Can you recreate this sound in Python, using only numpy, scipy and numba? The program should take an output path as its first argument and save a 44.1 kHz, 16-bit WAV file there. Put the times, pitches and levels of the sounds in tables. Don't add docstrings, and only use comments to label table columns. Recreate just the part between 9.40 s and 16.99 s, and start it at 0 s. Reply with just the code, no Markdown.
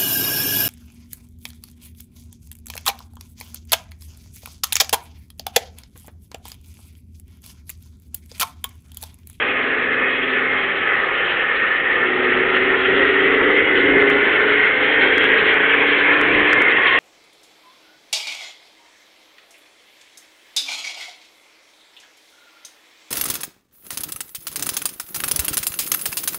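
import sys
import numpy as np
from scipy import signal
from scipy.fft import rfft, irfft, next_fast_len
from scipy.io import wavfile
from scipy.ndimage import uniform_filter1d
from numba import njit

SR = 44100
rng = np.random.default_rng(int(sys.argv[2]) if len(sys.argv) > 2 else 0)


def generate_wav(sig):
    pcm = np.round(np.clip(np.atleast_2d(sig).T, -1, 1) * 32767).astype(np.int16)
    wavfile.write(sys.argv[1], SR, pcm)


def attenuation_scalar(level_db):
    decades = np.asarray(level_db, float) / 20
    return 10 ** decades


N = 334703
CEILING = 0.71


def unit(x):
    return x / np.sqrt(np.mean(x ** 2))


def level_out(x):
    return x / np.sqrt(uniform_filter1d(x ** 2, size=20000))


def curves(table):
    s, *columns = np.transpose(table)
    return [np.interp(np.arange(N) / SR, s, c) for c in columns]


@njit
def svf(x, hz, width):
    y, b, l = np.empty(len(x)), 0., 0.
    for i in range(len(x)):
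        g = np.tan(np.pi * hz[i] / SR)
        k = width / hz[i]
        v = (b + g * (x[i] - l)) / (1 + g * (g + k))
        b, l = 2 * v - b, l + 2 * g * v
        y[i] = k * v
    return y


def band(x, hz, width):
    return svf(x, hz * np.ones(N), 1. * width)


def colour(x, table):
    size = next_fast_len(N)
    hz, db = np.transpose(table)
    log_hz = np.log(np.fft.rfftfreq(size, 1 / SR) + 1)
    gain = attenuation_scalar(np.interp(log_hz, np.log(hz), db))
    return irfft(rfft(x, size) * gain, size)[:N]


def walk(rate, size=N):
    k = int(SR / rate)
    steps = np.repeat(rng.standard_normal(size // k + 2), k)
    return 1.37 * uniform_filter1d(uniform_filter1d(steps, k), k)[:size]


def swell(start, length):
    return np.sin(np.pi * np.clip((np.arange(N) / SR - start) / length, 0, 1))


def clatter(cycle_hz):
    steps = 512
    place = np.cumsum(cycle_hz) / SR * steps
    pattern = uniform_filter1d(rng.standard_normal((260, steps)), size=7, axis=0).ravel()
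    return unit(np.interp(place, np.arange(pattern.size), pattern))


def rollers(cycle_hz):
    # (time [s], level [dB])
    load = [(0, -20.5), (.3, -20.5), (2.3, -19), (3, -18.5), (3.7, -17), (5, -16.5), (6, -15.5),
            (6.7, -15.5), (6.9, -16), (7.59, -14.5)]
    # (multiple of cycle rate, width [Hz], boost [dB], change over the pull [dB])
    hums = [(34.3, 120, 2.5, 5), (53.9, 110, 3, -2), (58.8, 80, 5, -0.5), (69, 60, 1, 4.5), (81, 160, 5, 2),
            (116, 72, 3, -4)]
    # (centre [Hz], width [Hz], boost [dB], change over the pull [dB])
    shell = [(804, 12, 6.5, -2.5), (1096, 60, 4.5, 4), (1241, 25, 3.5, -1), (1740, 50, 3, -1),
             (1928, 100, 4, 2.5), (2100, 62, 2.5, 1), (2500, 48, -0.5, -4), (3350, 200, 1.5, 0)]
    # (frequency [Hz], density [dB per Hz])
    roar_spectrum = [(300, -26), (500, -7), (640, -12.5), (910, -13.5), (1160, -12), (1320, -8), (1620, -6),
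                     (1870, -3), (2110, -4), (2370, -7), (3230, -14.5), (4500, -22), (6000, -51.5)]
    pull = np.arange(N) / N - .5
    roar = rng.standard_normal(N) + attenuation_scalar(-7.5) * clatter(cycle_hz)
    for multiple, width, boost_db, change_db in hums:
        boost = attenuation_scalar(boost_db + change_db * pull + 0.99 * walk(6.8)) - 1
        roar = roar + boost * band(roar, multiple * cycle_hz, width)
    for hz, width, boost_db, change_db in shell:
        boost = attenuation_scalar(boost_db + change_db * pull + 1.2 * walk(5)) - 1
        roar = roar + boost * band(roar, hz * (1 + 0.0058 * walk(2.5)), width)
    for hz in (1517, 1795, 2145, 2590, 3103):
        roar = roar + attenuation_scalar(-4 + 3 * walk(18)) * band(roar, hz * (1 + .03 * walk(12)), 60)
    for hz, patchy_db in [(900, 3.4), (1400, 1.9), (2300, 1.6), (3000, 2.6), (4100, 4.6)]:
        patches = (0.33 * walk(14) + walk(45)) / 1.28
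        roar = roar + (attenuation_scalar(patchy_db * patches) - 1) * band(roar, hz, hz / 4)
    roar = colour(roar, roar_spectrum)
    upper_db = 2.3 + .35 * (cycle_hz - 25) + .7 * walk(5)
    top_db = -3.5 + 1.5 * walk(6)
    upper = signal.sosfilt(signal.butter(3, 2450, "high", fs=SR, output="sos"), roar)
    top = signal.sosfilt(signal.butter(3, 3600, "high", fs=SR, output="sos"), roar)
    roar += (attenuation_scalar(upper_db) - 1) * (upper - top) + (attenuation_scalar(top_db) - 1) * top
    return attenuation_scalar(curves(load)[0] + .5) * level_out(roar)


def squeals():
    # (start [s], length [s], start frequency [Hz], end frequency [Hz], level [dB])
    tones = [(0, 0.83, 1686, 1707, -31.5), (0.293, 0.58, 2530, 2550, -31.5),
             (1.56, 0.42, 2590, 2580, -36.5), (2.016, 0.45, 1853, 1877, -25.5),
             (2.299, 0.81, 1225, 1240, -31.5), (3.7, .7, 2010, 2060, -24), (4.24, .1, 2880, 2850, -28),
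             (4.6, .4, 2020, 2110, -24), (5.15, .3, 2110, 2130, -22), (5.45, .45, 3180, 3260, -29),
             (5.748, 0.42, 1893, 1956, -23), (6.821, 0.12, 2080, 2565, -16), (6.96, .25, 1740, 1745, -19.5),
             (7.176, 0.12, 2235, 2100, -21), (7.28, .1, 2450, 3000, -26)]
    out = np.zeros(N)
    for start, length, from_hz, to_hz, db in tones:
        a = max(int(start * SR), 0)
        part = np.linspace(0, 1, num=out[a:a + int(length * SR)].size)
        glide_hz = from_hz + (to_hz - from_hz) * part ** 2
        hz = glide_hz * (1 + .008 * walk(30, size=part.size))
        flutter_db = np.clip(4.6 * walk(40, size=part.size), -12, 4)
        size = attenuation_scalar(db + flutter_db) * np.abs(np.sin(np.pi * part)) ** .5
        out[a:a + part.size] += size * np.sin(2 * np.pi * np.cumsum(hz) / SR)
    return out


def buffets(note_db):
    # (centre [s], length [s], extra level [dB])
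    gusts = [
        (2.9, 0.13, 2.5),
        (3.5, .12, 5.5),
        (4.535, 0.16, 3.5),
        (5.64, 0.078, 4.5),
        (6.934, 0.29, 7),
        (7.185, 0.1, 6.5),
    ]
    # (frequency [Hz], density [dB per Hz])
    gas_spectrum = [(12, -40), (20, -20), (75, -17), (198, -14), (268, -8.5), (341, -9.5), (426, -2.5),
                    (665, -15), (900, -18), (1170, -50), (1980, -120)]
    buffet_db = -43 + 0.54 * (note_db + 24.5)
    for at, length, db in gusts:
        buffet_db = buffet_db + db * swell(at - length / 2, length)
    noise = unit(colour(rng.standard_normal(N), gas_spectrum)) * attenuation_scalar(0.83 * walk(13))
    return attenuation_scalar(buffet_db + 11) * noise


def blooms(turn):
    # (start [s], length [s], order [multiple of cycle rate], level [dB])
    crossings = [(0.448, 1.4, 18, -30.5), (0, 1.2, 13, -35), (0, 1.3, 12, -35), (1.2, 0.98, 16, -34.5),
                 (2.45, 1.22, 16, -21.5), (2.6, .8, 11, -30), (3.3, 0.99, 11, -32), (3.4, 1, 16, -22),
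                 (3.498, 1, 18, -24.5), (3.4, 1.45, 12, -30), (3.8, .5, 21, -30), (4.3, .65, 16, -19),
                 (4.35, 0.48, 11, -20), (4.45, 0.56, 10, -37), (4.9, .4, 16, -20), (4.978, 0.24, 11, -25),
                 (5.301, .35, 11, -29), (5.25, .95, 16, -23.5), (5.302, 1.12, 10, -31),
                 (5.65, .35, 18, -27), (5.45, .75, 19, -31), (6.2, 1.24, 10, -24.5), (6.1, 0.77, 16, -29),
                 (6.698, 0.32, 11, -30.5), (6.65, .7, 14, -31)]
    out = np.zeros(N)
    for start, length, order, db in crossings:
        a = max(int(start * SR), 0)
        part = turn[a:a + int(length * SR)]
        size = attenuation_scalar(db + 1.3 * walk(7, size=part.size)) * np.hanning(part.size) ** .25
        out[a:a + part.size] += size * np.sin(round(order) * (part + 1) + .2 * walk(9, size=part.size))
    return out


def firing(turn):
    # (time [s], stage [0 at the start, .5 in the middle stretch, 1 at full
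    stages = [(0, 0), (1.1, 0), (1.5, .5), (2.3, .5), (2.7, 1), (7.59, 1)]
    # (multiple of cycle rate, level at the start [dB], in the middle stretch [dB], at full load [dB])
    order_levels = [(8, -2.5, -1.5, -7), (9, -15.5, -18, -8), (12, 0, -10, -6), (13, -6, -18.5, -17.5),
                    (14, -5, -9, -7.5), (15, -13.5, -7, -5.5), (17, 0.5, -9, -2.5), (19, -3, -4, -6),
                    (20, -10, -9.5, -9), (21, -3.5, 0, -9), (22, -6.5, -15, -12.5), (23, -10.5, 0.5, -4),
                    (24, -4, 7, -12), (25, -6, -12.5, -9), (26, -13, -6, -18)]
    stage = np.clip(curves(stages)[0], 0, 1)
    orders = np.zeros(N)
    for order, *load_db in order_levels:
        db = np.interp(stage, [0, .5, 1], load_db) + 2.4 * walk(1.9) + 1.5 * walk(7)
        phase = 2 * np.pi * rng.random() + 0.22 * walk(9.9)
        orders += attenuation_scalar(db) * np.sin(round(order) * turn + phase)
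    scatter = band(rng.standard_normal(N), 250, 530)
    return unit(orders) + attenuation_scalar(1.0) * unit(scatter)


def exhaust(cycle_hz):
    # (time [s], level [dB])
    effort = [(0, -28), (.55, -25.5), (1.4, -30), (2.3, -29.5), (2.75, -22.5), (3.3, -20.5), (3.43, -25.5),
              (3.6, -15.5), (3.75, -24), (3.9, -18.5), (4.6, -15.5), (4.97, -22), (5.06, -18.5),
              (5.25, -26.5), (5.8, -19.5), (6.25, -23.5), (6.95, -22), (7.59, -24.5)]
    # (centre [Hz], width [Hz], level [dB])
    modes = [(176.7, 15, -12.5), (289, 66, -5.5), (406.4, 77.4, 0.5), (539.6, 67, -7.5), (762, 29, -15)]
    note_db = curves(effort)[0]
    turn = 2 * np.pi * np.cumsum(cycle_hz) / SR
    gas = firing(turn)
    pipe = np.zeros(N)
    for k, (hz, width, db) in enumerate(modes):
        ringing = band(band(gas, hz, 1.5 * width), hz, 1.5 * width)
        pipe += (-1) ** k * attenuation_scalar(db) * ringing
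    return blooms(turn) + attenuation_scalar(note_db - 4.5) * level_out(pipe) + buffets(note_db)


def scene():
    # (time [s], rate [Hz])
    revs = [(0, 20.82), (1, 21.57), (2, 22.23), (2.8, 22.95), (3.5, 23.78), (4.4, 25.1), (5.1, 26.15),
            (5.9, 27.57), (6.6, 29), (7.1, 30.12), (7.59, 31.09)]
    cycle_hz = curves(revs)[0]
    return (exhaust(cycle_hz) + rollers(cycle_hz) + squeals())[None]


def overload(x):
    # (time [s], minus = downward swing)
    over_s = [-3.167, -3.6527, -4.0148, -4.5838, -4.6256, -4.7015, 5.7813, -5.8419, -6.1423, 6.814, -7.0054,
              7.1302, -7.1327, -7.2205]
    over_levels = [-27, -30, -39, -30, -43, -18, -13.5, -21.5, -24, -16, -30, -12, -9.5, -15]
    # (time [s], level [dB])
    ticks = [
        (4.0085, -57),
        (4.7152, -55),
        (5.7719, -62),
        (5.8494, -50),
        (6.1542, -64),
        (6.8278, -58),
        (7.0086, -57),
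        (7.1159, -50),
        (7.2111, -58),
    ]
    x, k = x.copy(), np.arange(-100, 101)
    t = k / SR
    window = np.exp(-(t / .0005) ** 2)
    for at, over_db in zip(over_s, over_levels):
        i = round(abs(at) * SR) + k
        peak = np.sign(at) * CEILING * (1 + attenuation_scalar(over_db)) * np.cos(2 * np.pi * 1800 * t)
        x[i] = x[i] * (1 - window) + peak * window
    for at, db in ticks:
        x[round(at * SR) + k] += attenuation_scalar(db) * np.exp(-(t / .0003) ** 2) * np.sin(2 * np.pi * 5000 * t)
    return x


def low_pass(x):
    return signal.sosfilt(signal.butter(12, 15830, fs=SR, output="sos"), x)


def record(dry):
    # (frequency [Hz], gain [dB])
    converter = [(3300, 0), (3700, -8), (4050, -15.5), (4350, -24.5), (4550, -38), (4700, -67.5),
                 (5000, -110)]
    knee = .5
    room = CEILING - knee - .11
    size = np.abs(dry[0])
    over = np.maximum(size - knee, 0)
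    x = np.sign(dry[0]) * (np.minimum(size, knee) + room * np.tanh(over / room))
    x = overload(colour(x, converter))[None]
    clipped = np.clip(x, -CEILING, CEILING)
    mix = signal.lfilter([.06, .88, .06], 1, clipped)
    return low_pass(mix)


dry = scene()
out = record(dry)
generate_wav(out)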